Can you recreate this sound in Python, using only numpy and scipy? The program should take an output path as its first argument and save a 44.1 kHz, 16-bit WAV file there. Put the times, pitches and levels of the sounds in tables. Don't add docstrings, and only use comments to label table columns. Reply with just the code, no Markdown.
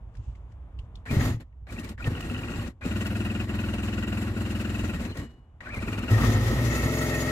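import sys
import numpy as np
from scipy import signal
from scipy.fft import rfft, irfft, next_fast_len
from scipy.io import wavfile
from scipy.ndimage import uniform_filter1d

SR = 44100
rng = np.random.default_rng(int(sys.argv[2]) if len(sys.argv) > 2 else 0)


def invert_db(x):
    u = np.asarray(x, float) / 20
    return 10 ** u


def materialize(psi):
    bounded = np.clip(np.atleast_2d(psi).T, -1, 1)
    quanta = np.round(bounded * 32767).astype(np.int16)
    wavfile.write(sys.argv[1], SR, quanta)


N = 322364

T = np.arange(N) / SR
SLOW_T = T[::64]
HZ = np.fft.rfftfreq(next_fast_len(N + SR // 5, True), 1 / SR) + 1e-3
SIZE = 2 * len(HZ) - 2

# t/s, level/dB, half length/s
GUSTS = [
    (0.065, -44, 0.044),
    (0.196, -35.5, 0.025),
    (0.29, -36.5, 0.034),
    (0.52, -43.5, 0.15),
    (0.8, -42, 0.053),
    (0.958, -45.5, 0.068),
    (1.626, -38, 0.013),
    (1.96, -43.5, 0.027),
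    (2.045, -45, 0.075),
]
# t/s, level/dB, half length/s
SCUFFS = [
    (.27, -77, 0.12),
    (.52, -82, .03),
    (.82, -81, 0.035),
    (.98, -80, 0.033),
]
# f/Hz, level/dB
HUM_SPECTRUM = [(71, -45), (120, -3), (203, -17.5), (330, -23.5), (428, -25), (1060, -28), (1470, -38.5),
                (3650, -52.5), (4120, -65), (15000, -65)]
# t/s, level/dB
HUM_DB = [(0, 2), (1, 3.5), (1.45, -7), (2.8, -4.5), (5.4, -3), (7.31, 0)]
# t/s, peak level/dB, centre f/Hz, t60/s
TICKS = [(0.141, -66, 1500, .04), (0.151, -51, 1760, 0.035), (0.168, -57, 2356, 0.035),
         (0.351, -55, 2180, 0.046), (0.519, -60, 1860, 0.044), (0.7885, -46.5, 2900, 0.06),
         (0.955, -40.5, 3500, 0.017), (0.9714, -57, 3390, 0.053), (1.0604, -35, 1780, 0.12),
         (1.2072, -22.5, 1980, 0.042), (1.4084, -47, 1790, 0.033), (1.5252, -58, 1950, 0.032),
         (1.67, -43, 1655, 0.043), (1.9784, -39, 1730, 0.075), (2.812, -59, 2400, 0.044),
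         (5.1686, -47, 2200, 0.036), (5.605, -34.5, 1850, 0.058), (6.22, -26, 1760, 0.047),
         (1.723, -35, 1433, 0.035), (2.043, -30, 2730, 0.051), (2.815, -34.5, 1500, 0.095),
         (6.181, -24.5, 1250, 0.18), (6.235, -20, 1196, 0.053)]
# t/s, peak level/dB
SPITS = [(0.1396, -69), (0.1511, -58), (0.1674, -58), (0.3526, -62), (0.5184, -64), (0.7884, -55),
         (0.954, -52), (1.5244, -87), (1.7045, -47), (1.7225, -42.5), (1.7928, -39.5), (1.8422, -39.5),
         (1.8891, -38), (2.0702, -48), (2.2044, -39), (3.0634, -34), (3.165, -38), (5.1692, -37.5),
         (5.1944, -47), (5.7453, -44), (5.9873, -39.5)]

# t/s, angle/turns
TURNS = [(1.06, 0), (1.208, 3), (1.725, 11), (1.892, 14), (2.046, 17), (2.167, 19), (2.434, 23),
         (2.609, 26), (2.909, 31), (3.398, 41), (3.492, 43), (4.269, 59), (4.361, 61), (4.454, 63),
         (4.936, 73), (4.995, 74), (5.049, 75), (5.155, 77), (5.6, 83.3), (5.738, 85), (5.821, 86),
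         (6.081, 91), (6.6, 100.6), (6.87, 106.2), (7.05, 110.14), (7.35, 116.59)]
# on t/s, off t/s, level/dB, spin-up/s, coast for 30 dB/s
CRANKS = [
    (1.054, 1.307, -1, .05, 0.0787),
    (1.668, 1.915, -7, .05, .05),
    (1.978, 2.665, -3, .08, .075),
    (2.81, 4.99, 0, .04, 0.4153),
    (5.605, 6.1, -1, .27, 0.2),
]
# on t/s, off t/s, level/dB, spin-up/s, coast for 30 dB/s
KICKS = [
    (1.4, 1.404, -8, 0.0073, 0.048),
    (5.153, 5.194, -1.5, 0.042, 0.11),
    (5.757, 5.805, -4, 0.0095, 0.05),
]
# on t/s, off t/s, level/dB, spin-up/s, coast for 30 dB/s
BURNS = [
    (1.105, 1.14, -5.5, 0.0068, 0.25),
    (1.19, 1.26, -3, 0.007, 0.14),
    (2.05, 2.075, -6.5, 0.019, 0.026),
    (6.095, 7.4, -0.5, 0.018, .1),
    (6.2, 6.29, -0.5, 0.0069, .2),
]
# t/s, depth level/dB, half length/s
STUMBLES = [
    (3.462, 8.5, 0.014),
    (4.33, 4.5, 0.018),
    (4.981, 1.5, 0.032),
    (5.135, 3.5, .015),
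    (5.795, 6, 0.012),
    (6.026, -0.5, 0.022),
]
CRANK_DB = [-33, -34.5, -41.5, -52]
BURN_DB = [-26.5, -31, -37, -45.5]
LAG_DB = [21.5, 19.4, 5.7, 14]
COAST = [1.37, 1, 1.05, 1.22]
STUMBLE_SHARE = [0.061, 0.91, 1.14, 1.1]
SHAKE = [0.44, 0.5, 0.33, 0.89, 0.72]
PUFFS_DB = [2, -1, 0.5, -0.5, -37, -1, 1, -11, -6]
# f/Hz, width/Hz, level/dB
COLD_PIPE = [(63.4, 23, -7.5), (86.6, 37, -8.5), (96.3, 18, 6), (109, 10.7, 5)]
# f/Hz, width/Hz, level/dB
HOT_PIPE = [(51, 13, -28), (121, 33, -7)]
# f/Hz, width/Hz, level/dB
HULL = [(158, 21, -6), (198.3, 13.3, -5.5), (228, 19.4, 0), (252.7, 16.7, 0), (281, 19.2, -5),
        (313.7, 5.3, -4.5), (343.2, 8.7, -4.5), (431, 102, -15.5)]
# order/shaft rate, level/dB
CHUG_ORDERS = [(1, -40), (2, -10), (3, 1.5), (4, 4.5), (5, 5), (6, -3), (7, -39), (8, -9.5), (9, -12),
               (10, -1), (11, -1.5), (12, -42), (13, -5.5), (14, -5.5), (15, -7), (16, -12.5), (17, -7),
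               (21, -16.5), (26, -15), (32, -21.5)]
# order/shaft rate, level/dB
FIRING_ORDERS = [(1, -35.5), (2, -10), (3, 9.5), (4, -12), (5, 5.5), (6, -1.5), (7, -0.5), (8, -17),
                 (9, -34), (10, -7), (11, -8.5), (12, -0.5), (13, -32), (14, -16), (15, -7.5), (16, -5),
                 (17, -10.5), (18, -36), (19, -12), (20, -6.5), (21, -40), (22, -19), (23, -51), (24, -39),
                 (25, -10.5), (26, -47), (27, -29), (28, -6), (29, -12), (30, -9)]
# f/Hz, width/Hz, level/dB
CRANKED_CASING = [
    [(240, 4), (400, -29), (488, 3), (527, 5.5), (1020, -2.5), (1380, -4), (1880, -2), (2060, -6), (2760, -11), (3420, -16.5), (6420, -19.5), (7360, -20.5), (15600, -26.5)],
    [(530, 20, -1.5), (1119, 28, 5.5), (1413, 35, -11), (1897, 19, 16), (2600, 24, -3), (3120, 32, -46), (3823, 22, -5), (4100, 72, -11), (4216, 33, -7), (5254, 25, -45), (6050, 57, -1), (6800, 69, -4), (7470, 260, -4), (8650, 260, -8.5), (11500, 92, -7)],
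]
# f/Hz, width/Hz, level/dB
RUNNING_CASING = [
    [(240, -29), (400, -5), (614, -2.5), (973, -8.5), (1280, -10), (1690, -14.5), (1880, -12.5), (2030, -15), (4440, -25), (6930, -26), (9410, -31.5), (11500, -28), (15600, -33.5)],
    [(1315, 42, 1.5), (1850, 13, 7), (1902, 13, 5.5), (2178, 12, 3), (2630, 66, -1), (4600, 38, -10.5), (5150, 64, -19), (5850, 17, -14.5), (5900, 30, -18), (6740, 21, -2.5), (7330, 26, -11), (6870, 87, -26), (8470, 19, -14), (8880, 58, -20), (12800, 54, -14), (11100, 36, -13), (11600, 21, -10), (12600, 87, -17), (13400, 48, -19), (13700, 31, -23)],
]
# multiple/mesh rate, level/dB
WHINE_ORDERS = [(2, -14), (3.15, 0), (3.998, -26), (6, -0.5)]
WHINE_DB = [-56, -61, -55.5, -50, -48.5]
WHINE_SAG = [.04, .03, .015, .04, .055]
# t/s, level/dB, from f/Hz, to f/Hz, length/s
SQUEALS = [(1.69, -50, 2330, 2385, 0.021), (1.76, -51, 2333, 2420, 0.019),
           (1.781, -46.5, 2610, 2725, 0.014), (1.771, -53, 1897, 1850, 0.07),
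           (1.831, -54.5, 2290, 2348, 0.037), (1.999, -45.5, 1420, 1444, 0.02),
           (2.022, -46, 2526, 2393, 0.015), (2.064, -40.5, 1810, 1850, 0.017),
           (1.071, -51, 1725, 1850, 0.028), (1.083, -45, 2360, 2462, 0.049),
           (2.819, -48, 2420, 2496, 0.032), (5.084, -57, 4100, 4140, 0.05), (5.118, -56, 2980, 2927, 0.028),
           (5.165, -60, 2230, 2150, 0.041), (5.64, -58, 2523, 2600, 0.018), (5.658, -45, 1523, 1503, 0.029),
           (5.664, -56, 714, 844, 0.024), (5.688, -48, 1672, 1800, 0.022), (5.7, -51, 2303, 2330, 0.023),
           (5.733, -41, 2457, 2284, 0.025), (5.753, -46, 2170, 2010, .035), (5.76, -58, 1154, 957, 0.027),
           (5.786, -45.5, 2263, 2400, 0.019), (6.099, -44, 1930, 1850, 0.019)]
# t/s, level/dB
THUDS = [
    (1.128, -14.5),
    (1.142, -15.5),
    (1.168, -12),
    (1.19, -11),
    (1.26, -18),
    (1.345, -21),
    (1.371, -28),
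    (2.075, -15.5),
    (2.588, -21),
]
# on t/s, off t/s, f/Hz, level/dB
BOOMS = [(1.129, 1.183, 112.7, -33), (1.241, 1.242, 106, -31), (1.308, 1.31, 101.3, -15),
         (2.076, 2.081, 128, -22.5), (6.109, 6.169, 109, -14), (6.252, 6.318, 107.3, -20),
         (6.336, 6.427, 106.4, -21), (6.413, 6.497, 116.5, -23.5), (6.567, 6.652, 118.6, -20.5),
         (6.674, 6.714, 115, -24.5), (6.774, 6.865, 112, -28.5)]
# t/s, peak level/dB, f/Hz
LABOURED_SLACK = [(2.128, -51, 2850), (2.1667, -41, 2720), (2.225, -42, 2700), (2.2989, -40, 2750),
                  (2.3406, -36, 2710), (2.3887, -42, 2710), (2.433, -40, 2670), (2.484, -41, 2780),
                  (2.536, -39, 2690), (2.595, -44, 2740), (2.6441, -48, 2350)]
# t/s, peak level/dB, f/Hz
STEADY_SLACK = [(2.8483, -54, 2480), (2.9082, -36, 2680), (2.9563, -39, 2720), (3.006, -35, 2920),
                (3.0565, -33, 2670), (3.1038, -42, 2660), (3.15, -38, 2520), (3.202, -37, 2760),
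                (3.2494, -33, 2720), (3.299, -34, 2500), (3.3487, -35, 2730), (3.3963, -32, 2770),
                (3.4914, -40, 2800), (3.539, -56, 2890), (3.586, -33, 2800), (3.635, -34, 2780),
                (3.6839, -41, 2800), (3.7322, -37, 2930), (3.7812, -36.5, 2730), (3.8294, -39, 2720),
                (3.877, -40, 2680), (3.926, -37, 2740), (3.975, -38, 2730), (4.0237, -31, 2930),
                (4.0726, -40, 2720), (4.1224, -36.5, 2660), (4.169, -38, 2460), (4.219, -44, 2850),
                (4.269, -48, 2740), (4.36, -46, 2760), (4.4123, -52, 2440), (4.4507, -41, 3000),
                (4.5026, -45, 2680), (4.5487, -39, 2740), (4.5976, -36, 2470), (4.647, -40, 2780),
                (4.6925, -40, 2810), (4.7414, -35, 2650), (4.792, -36, 2800), (4.84, -38, 2670),
                (4.8905, -35, 2500), (4.9356, -40, 2560), (4.994, -49, 2730), (5.0477, -43, 2300),
                (5.1506, -55, 2430)]
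# t/s, peak level/dB, f/Hz
LAST_SLACK = [
    (5.7197, -40, 2360),
    (5.8211, -37, 2400),
    (5.874, -33, 2380),
    (5.928, -33, 2610),
    (5.9798, -35, 2750),
    (6.0313, -41, 2730),
    (6.0797, -32, 2770),
]
# f/Hz, level/dB, delay/s, length/s, sag/(1/s)
SLACK_CASE = [
    (1480, 3.5, -0.0012, 0.02, 2),
    (1905, -1, 0.003, 0.027, 0),
]
# t/s, peak level/dB
CLACKS = [(2.1287, -49), (2.151, -33.5), (2.1645, -42), (2.206, -34), (2.225, -38), (2.2466, -46),
          (2.2675, -44), (2.298, -33.5), (2.3466, -34), (2.3638, -33), (2.3887, -37), (2.4325, -33),
          (2.483, -32.5), (2.5177, -35), (2.5364, -32), (2.5758, -53), (2.5948, -36.5), (2.6087, -46),
          (2.6442, -54), (2.6666, -56)]
# t/s, f/Hz, level/dB, t60/s
PINION_RING = [
    (5.215, 2923, -56.5, .62),
    (5.17, 4150, -61, .45),
]
# f/Hz, share/1
ALIKE = [(60, 1), (130, 1), (290, 0.98), (640, 0.94), (1410, 0.82), (3100, 0.36), (6820, 0.58),
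         (15000, 0.31)]
# f/Hz, level/dB
LEFT_DB = [(60, -2.5), (110, 1), (200, 1.5), (380, 2.5), (700, 1), (1290, 4.5), (2380, 1), (4400, 1),
           (7200, 9), (9000, -4), (15000, -4.5)]

TOOTH_HZ = 2783
SETTLES_S = 6.86


def unit(x):
    return x / np.sqrt(np.mean(x ** 2))


def over_time(rows):
    s, *columns = np.transpose(rows)
    return [np.interp(T, s, column) for column in columns]


def over_hz(rows):
    hz, value = np.transpose(rows)
    return np.interp(np.log(HZ), np.log(hz), value)


def fine(rows):
    return np.array([np.interp(T, SLOW_T, row) for row in np.atleast_2d(rows)])


def bell(s, half_s):
    return np.exp(-((SLOW_T - s) / half_s) ** 2)


def after(s):
    return np.clip((SLOW_T - s) / 0.012, 0, 1)


def modes(rows):
    return sum((-1) ** k * invert_db(db) / (1 + 2j * (HZ - hz) / width_hz)
               for k, (hz, width_hz, db) in enumerate(rows))


def band(lo_hz, hi_hz, order=4):
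    low_cut = 1 + (lo_hz / HZ) ** (2 * order)
    high_cut = 1 + (HZ / hi_hz) ** (2 * order)
    return (low_cut * high_cut) ** -.5


def through(x, response):
    return unit(irfft(rfft(x, SIZE) * response, SIZE)[:N])


def walk(rate_hz):
    hold = int(SR / rate_hz)
    levels = np.repeat(rng.standard_normal(N // hold + 1), hold)
    return unit(uniform_filter1d(levels, hold)[:N])


def recurring_noise(cycles, size, share):
    worn = rng.standard_normal(size)[(cycles % 1 * size).astype(int)]
    return np.sqrt(share) * worn + np.sqrt(1 - share) * rng.standard_normal(N)


def rasp(phase, rate_hz, clean):
    return (clean + walk(rate_hz)) * np.sin(phase) + walk(rate_hz) * np.cos(phase)


def yard():
    gust_gain = invert_db(-48) + sum(invert_db(db) * bell(s, half) for s, db, half in GUSTS)
    scuff_gain = invert_db(-94) + sum(invert_db(db) * bell(s, half) for s, db, half in SCUFFS)
    gust, scuff = fine([gust_gain, scuff_gain])
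    port_response = modes([(58.8, 12.3, -9.5), (121.0, 20, -23.5)]) * band(22, 285)
    wind = through(rng.standard_normal(N), port_response)
    grains = rng.standard_normal(N) * invert_db(2 * walk(39))
    rustle = through(grains, modes([(2790, 650, 0), (7200, 1700, -7)]) * band(1500, 9500))
    hum = through(rng.standard_normal(N), invert_db(over_hz(HUM_SPECTRUM)) * band(142, 11500))
    hum_db = -60 + over_time(HUM_DB)[0] + 0.24 * walk(3.6)
    return gust * wind + scuff * rustle + invert_db(hum_db) * hum


def ticks():
    out, since = np.zeros(N), np.arange(SR // 5) / SR
    for s, db, hz, t60_s in TICKS:
        grit = rng.standard_normal(len(since))
        narrow = signal.lfilter(*signal.iirpeak(hz, 6, SR), grit)
        body = unit(signal.lfilter(*signal.iirpeak(hz, 1.5, SR), narrow))
        edge = unit(signal.lfilter(*signal.iirpeak(7000, 1.5, SR), grit))
        burst = (body + 0.018 * edge) * 1000. 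** (-since / t60_s)
        out[int(s * SR):][:len(since)] += invert_db(db - 7.0) * burst
    return out


def spits():
    out, since = np.zeros(N), np.arange(SR // 10) / SR
    soles_end_s, t60_s, rise_s = 1.6, 0.04, 0.0052
    tilt = invert_db(-2.5 * np.log2(HZ / 6000))
    air = through(rng.standard_normal(N), band(2000, 12000, order=2) * tilt)
    grit = through(air, band(2000, 7500, order=3))
    envelope = 1000. ** (-since / t60_s) * np.clip(since / rise_s, 0, 1)
    for s, db in SPITS:
        at = int(s * SR)
        source = grit if s < soles_end_s else air
        out[at:][:len(since)] += invert_db(db - 2) * source[at:][:len(since)] * envelope
    return out


def effort(rows, lag_db, coast):
    power = 1e-14
    for on, off, db, spin_s, down_s in rows:
        short = np.clip(1 - (SLOW_T - on) / spin_s, 0, 1)
        fall_db = 30 * (np.clip(SLOW_T - off, 0, None) / down_s) ** 1.47
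        gain = invert_db(db - np.outer(lag_db, short) - np.outer(coast, fall_db))
        power = power + (SLOW_T > on) * gain ** 2
    return np.sqrt(power)


def start_number(t):
    return np.searchsorted([row[0] for row in CRANKS[1:]], t)


def throb(turns, depth_db, size=160):
    sink = np.clip((turns % 1 - .12) / 0.77, 0, 1)
    gate = uniform_filter1d(invert_db(-depth_db * sink), size=size)
    return gate / np.sqrt(uniform_filter1d(gate ** 2, size=SR // 10))


def puffs(turns, scatter_db):
    slot = np.floor(3 * turns).astype(int)
    at = np.flatnonzero(np.diff(slot)) + 1
    size_chance, time_chance = rng.standard_normal((len(at), 2)).T
    late = (0.000411 * SR * scatter_db[at] * time_chance).astype(int)
    level_db = np.array(PUFFS_DB)[slot[at] % 9] + scatter_db[at] * size_chance
    pulses = np.zeros(N)
    pulses[np.clip(at + late, 0, N - 1)] = invert_db(level_db)
    return unit(pulses) + 1.3 * recurring_noise(turns / 3, size=6400, share=0.8)


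def even_wave(turns, rows):
    angle = np.linspace(0, 1, 4097)
    wave = sum(invert_db(db) * np.sin(2 * np.pi * (k * angle + rng.random())) for k, db in rows)
    return np.interp(turns % 1, angle, wave)


def casing(body, ring_db, narrowest_hz):
    colour, resonances = body
    rows = [(hz, max(width_hz, narrowest_hz), db) for hz, width_hz, db in resonances]
    return [invert_db(over_hz(colour))] + [invert_db(ring_db) * modes(rows[k::3]) for k in range(3)]


def patchy(x, responses, ring, patchy_db):
    body, *sets = irfft(rfft(x, SIZE) * np.array(responses), SIZE)[:, :N]
    ringing = 0
    for one_set in sets:
        swell_db = patchy_db * (np.clip(walk(22), -2, 1.5) - 1.0)
        ringing = ringing + invert_db(swell_db) * one_set
    return unit(body + ring * ringing)


def clatter(turns, throb_db, responses, ring):
    responses = np.array(responses)
    knock_db = 1.04 * rng.exponential(size=N) + 1.58 * walk(80)
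    knocks = recurring_noise(turns, size=2100, share=0.29) * invert_db(knock_db)
    rattle = knocks * throb(turns + 0.028, 0.47 * throb_db, size=350)
    hiss = knocks * throb(turns + 0.027, throb_db, size=1000) * invert_db(1.6 * walk(30))
    return np.array([patchy(rattle, responses * band(320, 4060), ring, 2.5),
                     patchy(hiss, responses * band(3540, 22000), ring, 4.5)])


def whine(turns, throb_db, dip_db):
    full_hz, from_hz, spin_scale, labour, rundown_per_s = 459, 340, 0.9, 1.25, .8
    slow = sum((SLOW_T > on) * np.exp(-np.abs(SLOW_T - on) / (spin_scale * spin_s))
               for on, _, _, spin_s, _ in CRANKS)
    rows = [(on, off, db, spin_s, down_s)
            for (on, off, _, spin_s, down_s), db in zip(CRANKS, WHINE_DB)]
    swell = invert_db(-3.4 * dip_db) * effort(rows, [8], [1.6])[0]
    slow, swell = fine([slow, swell])
    start = start_number(T)
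    released_s = np.clip(T - np.array(CRANKS)[start, 1], 0, .4)
    hz = (full_hz - (full_hz - from_hz) * slow) * (1 - rundown_per_s * released_s)
    sag_depth = np.array(WHINE_SAG)[start] * (1 + labour * slow)
    sag = 1 + sag_depth * np.cos(2 * np.pi * (turns + .03)) - .01 + .008 * walk(150)
    phase = 2 * np.pi * np.cumsum(hz * sag) / SR
    stack = sum(invert_db(db - 3) * rasp(k * phase, 300 + 60 * k, .8) for k, db in WHINE_ORDERS)
    return swell * throb(turns, 1.4 * throb_db * (1 - slow)) * stack


def thuds():
    out, since = np.zeros(N), np.arange(SR // 8) / SR
    pipe_hz, t60_s = 112, 0.098
    kick = np.sin(2 * np.pi * pipe_hz * since) * 1000. ** (-since / t60_s)
    for s, db in THUDS:
        out[int(s * SR):][:len(since)] += invert_db(db) * kick
    return out


def boom():
    rise_s, coast_s = 0.006, 0.029
    hz, = over_time([((on + off) / 2, hz) for on, off, hz, _ in BOOMS])
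    rows = [(on, off, db, rise_s, coast_s) for on, off, _, db in BOOMS]
    swell, = fine(effort(rows, [20], [1]))
    tone = np.sin(2 * np.pi * np.cumsum(hz * (1 + 0.0213 * walk(25))) / SR)
    return swell * invert_db(0.26 * walk(23)) * tone


def engine(cranked, running):
    turns, = over_time(TURNS)
    dip_db = sum(db * bell(s, half) for s, db, half in STUMBLES)
    crank = invert_db(np.c_[CRANK_DB]) * effort(CRANKS + KICKS, LAG_DB, COAST)
    fire = invert_db(np.c_[BURN_DB]) * effort(BURNS, LAG_DB, COAST)
    fire[0] *= invert_db(-9 * after(SETTLES_S))
    burn = fire[3] ** 2 / (fire[3] ** 2 + crank[3] ** 2)

    throb_db = 10 * (1 - burn) * np.array(SHAKE)[start_number(SLOW_T)]
    scatter_db = 4.5 + (5.5 - 4.5) * burn
    driven = effort([(on, off, 0, .01, .15) for on, off, *_ in CRANKS], [0], [1])[0]
    throb_db = throb_db * np.clip(driven + burn, .25, 1)
    steady_crank = after(2.88) - after(5.0)
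    even = np.clip(0.25 + 0.57 * steady_crank + 0.62 * after(SETTLES_S), 0, 1)
    burn, throb_db, scatter_db, even = fine([burn, throb_db, scatter_db, even])
    cold_share, hot_share = np.sqrt(1 - burn), np.sqrt(burn)

    pulses = puffs(turns, scatter_db)
    steady = np.where(burn < .5, even_wave(turns, CHUG_ORDERS), even_wave(turns, FIRING_ORDERS))
    cold = through(pulses, -1j * modes(COLD_PIPE) * band(24, 101.0))
    hot = through(pulses, -1j * modes(HOT_PIPE) * band(38, 101.0))
    rough_pipe = cold_share * cold + 0.51 * hot_share * hot
    rough_hull = through(pulses, -1j * modes(HULL) * band(91, 660))
    rough_share, even_share = np.sqrt(1 - even), np.sqrt(even)
    pipe = rough_share * rough_pipe + even_share * through(steady, band(32, 120))
    hull = rough_share * rough_hull + even_share * through(steady, band(137, 670))
    hull = hull * throb(turns - .05, 1.1 * throb_db * (1 - burn))

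    warming_ring = invert_db(-3.5 * (T < 6.7))
    high = 0.7 * cold_share * clatter(turns, throb_db, cranked, 0.78)
    high = high + hot_share * clatter(turns, throb_db, running, warming_ring)
    swells = np.hypot(crank, fire) * invert_db(-np.outer(STUMBLE_SHARE, dip_db))
    swells[:2] = uniform_filter1d(swells[:2], size=12)
    paths = (fine(swells) * np.array([pipe, hull, *high])).sum(0)
    return paths + boom() + thuds() + (1 - burn) * whine(turns, throb_db, dip_db)


def squeals():
    out = 0
    for rows in (SQUEALS[::2], SQUEALS[1::2]):
        hz, swell = np.zeros(N), np.zeros(N)
        for s, db, from_hz, to_hz, length_s in rows:
            u = np.arange(int(length_s * SR)) / (length_s * SR)
            hz[int(s * SR):][:len(u)] = from_hz + (to_hz - from_hz) * u
            swell[int(s * SR):][:len(u)] = invert_db(db - 3.0) * np.sqrt(np.sin(np.pi * u))
        out = out + swell * rasp(2 * np.pi * np.cumsum(hz) / SR, 300, 1.3)
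    return out


def slack():
    out, since = np.zeros(N), np.arange(SR // 16) / SR
    level_db, hold_s, attack_s, spread = -9.5, 0.021, .003, 0.045
    envelope = np.exp(-(since / hold_s) ** 2) * np.clip(since / attack_s, 0, 1)
    sagging_s = (since * (1 - 0.58 * since))[:, None]
    rows = STEADY_SLACK + LABOURED_SLACK + LAST_SLACK
    chance = rng.random((len(rows), 3, 3))
    for (s, db, hz), (detune, phase, size) in zip(rows, chance):
        centre_hz = (hz + TOOTH_HZ) / 2
        pitch_hz = centre_hz * (1 + spread * (2 * detune - 1)) * np.array([1.03, 1, .94])
        cluster = np.sin(2 * np.pi * (pitch_hz * sagging_s + phase)).sum(1)
        out[int(s * SR):][:len(since)] += invert_db(db + level_db) * cluster * envelope
        for (case_hz, case_db, late_s, length_s, sag), d, g in zip(SLACK_CASE, detune, size):
            tone_hz = case_hz * (1 + 0.021 * (2 * d - 1))
            tone = np.sin(2 * np.pi * tone_hz * since * (1 - sag * since))
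            tone = tone * np.sin(np.pi * np.clip(since / length_s, 0, 1))
            tone_db = (db - 39) / 2 + level_db + case_db - 7.7 * g
            out[int((s + late_s) * SR):][:len(since)] += invert_db(tone_db) * tone
    return out


def clacks():
    out, since = np.zeros(N), np.arange(SR // 10) / SR
    envelope = 1000. ** (-since / 0.027) * np.clip(since / 0.002, 0, 1)
    for s, db in CLACKS:
        hz = TOOTH_HZ * (1 + 0.047 * rng.standard_normal())
        ring = np.sin(2 * np.pi * hz * since) + 0.75 * np.sin(np.pi * 1.02 * hz * since)
        out[int(s * SR):][:len(since)] += invert_db(db) * ring * envelope
    return out


def pinion():
    return sum((T > s) * invert_db(db) * np.sin(2 * np.pi * hz * T) * 1000. ** (-np.abs(T - s) / t60_s)
               for s, hz, db, t60_s in PINION_RING)


def scene():
    cranked = casing(CRANKED_CASING, -4.5, 36)
    running = casing(RUNNING_CASING, -2.0, 30)
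    gears = slack()

    def port():
        return rfft(yard() + ticks() + spits() + engine(cranked, running) + squeals() + gears + clacks(), SIZE)

    near, other = port(), port()
    alike = np.clip(over_hz(ALIKE), .18, 1) ** 2.0
    lead = np.exp(2j * np.pi * HZ * 6 / 44100)
    left_db = over_hz(LEFT_DB)
    tilt = invert_db(left_db / 2) / np.sqrt((1 + alike * lead.real) / 2)
    left = (alike * near + np.sqrt(1 - alike ** 2) * other) * lead * tilt
    right = near * tilt / invert_db(left_db)
    return irfft(np.array([left, right]), SIZE)[:, :N] + pinion()


def low_pass(x):
    return signal.sosfilt(signal.butter(12, 15760, fs=SR, output="sos"), x)


def record(dry):
    mix = irfft(rfft(dry, SIZE) * (HZ < 15780), SIZE)[:, :N]
    return low_pass(mix)


dry = scene()
out = record(dry)
materialize(out)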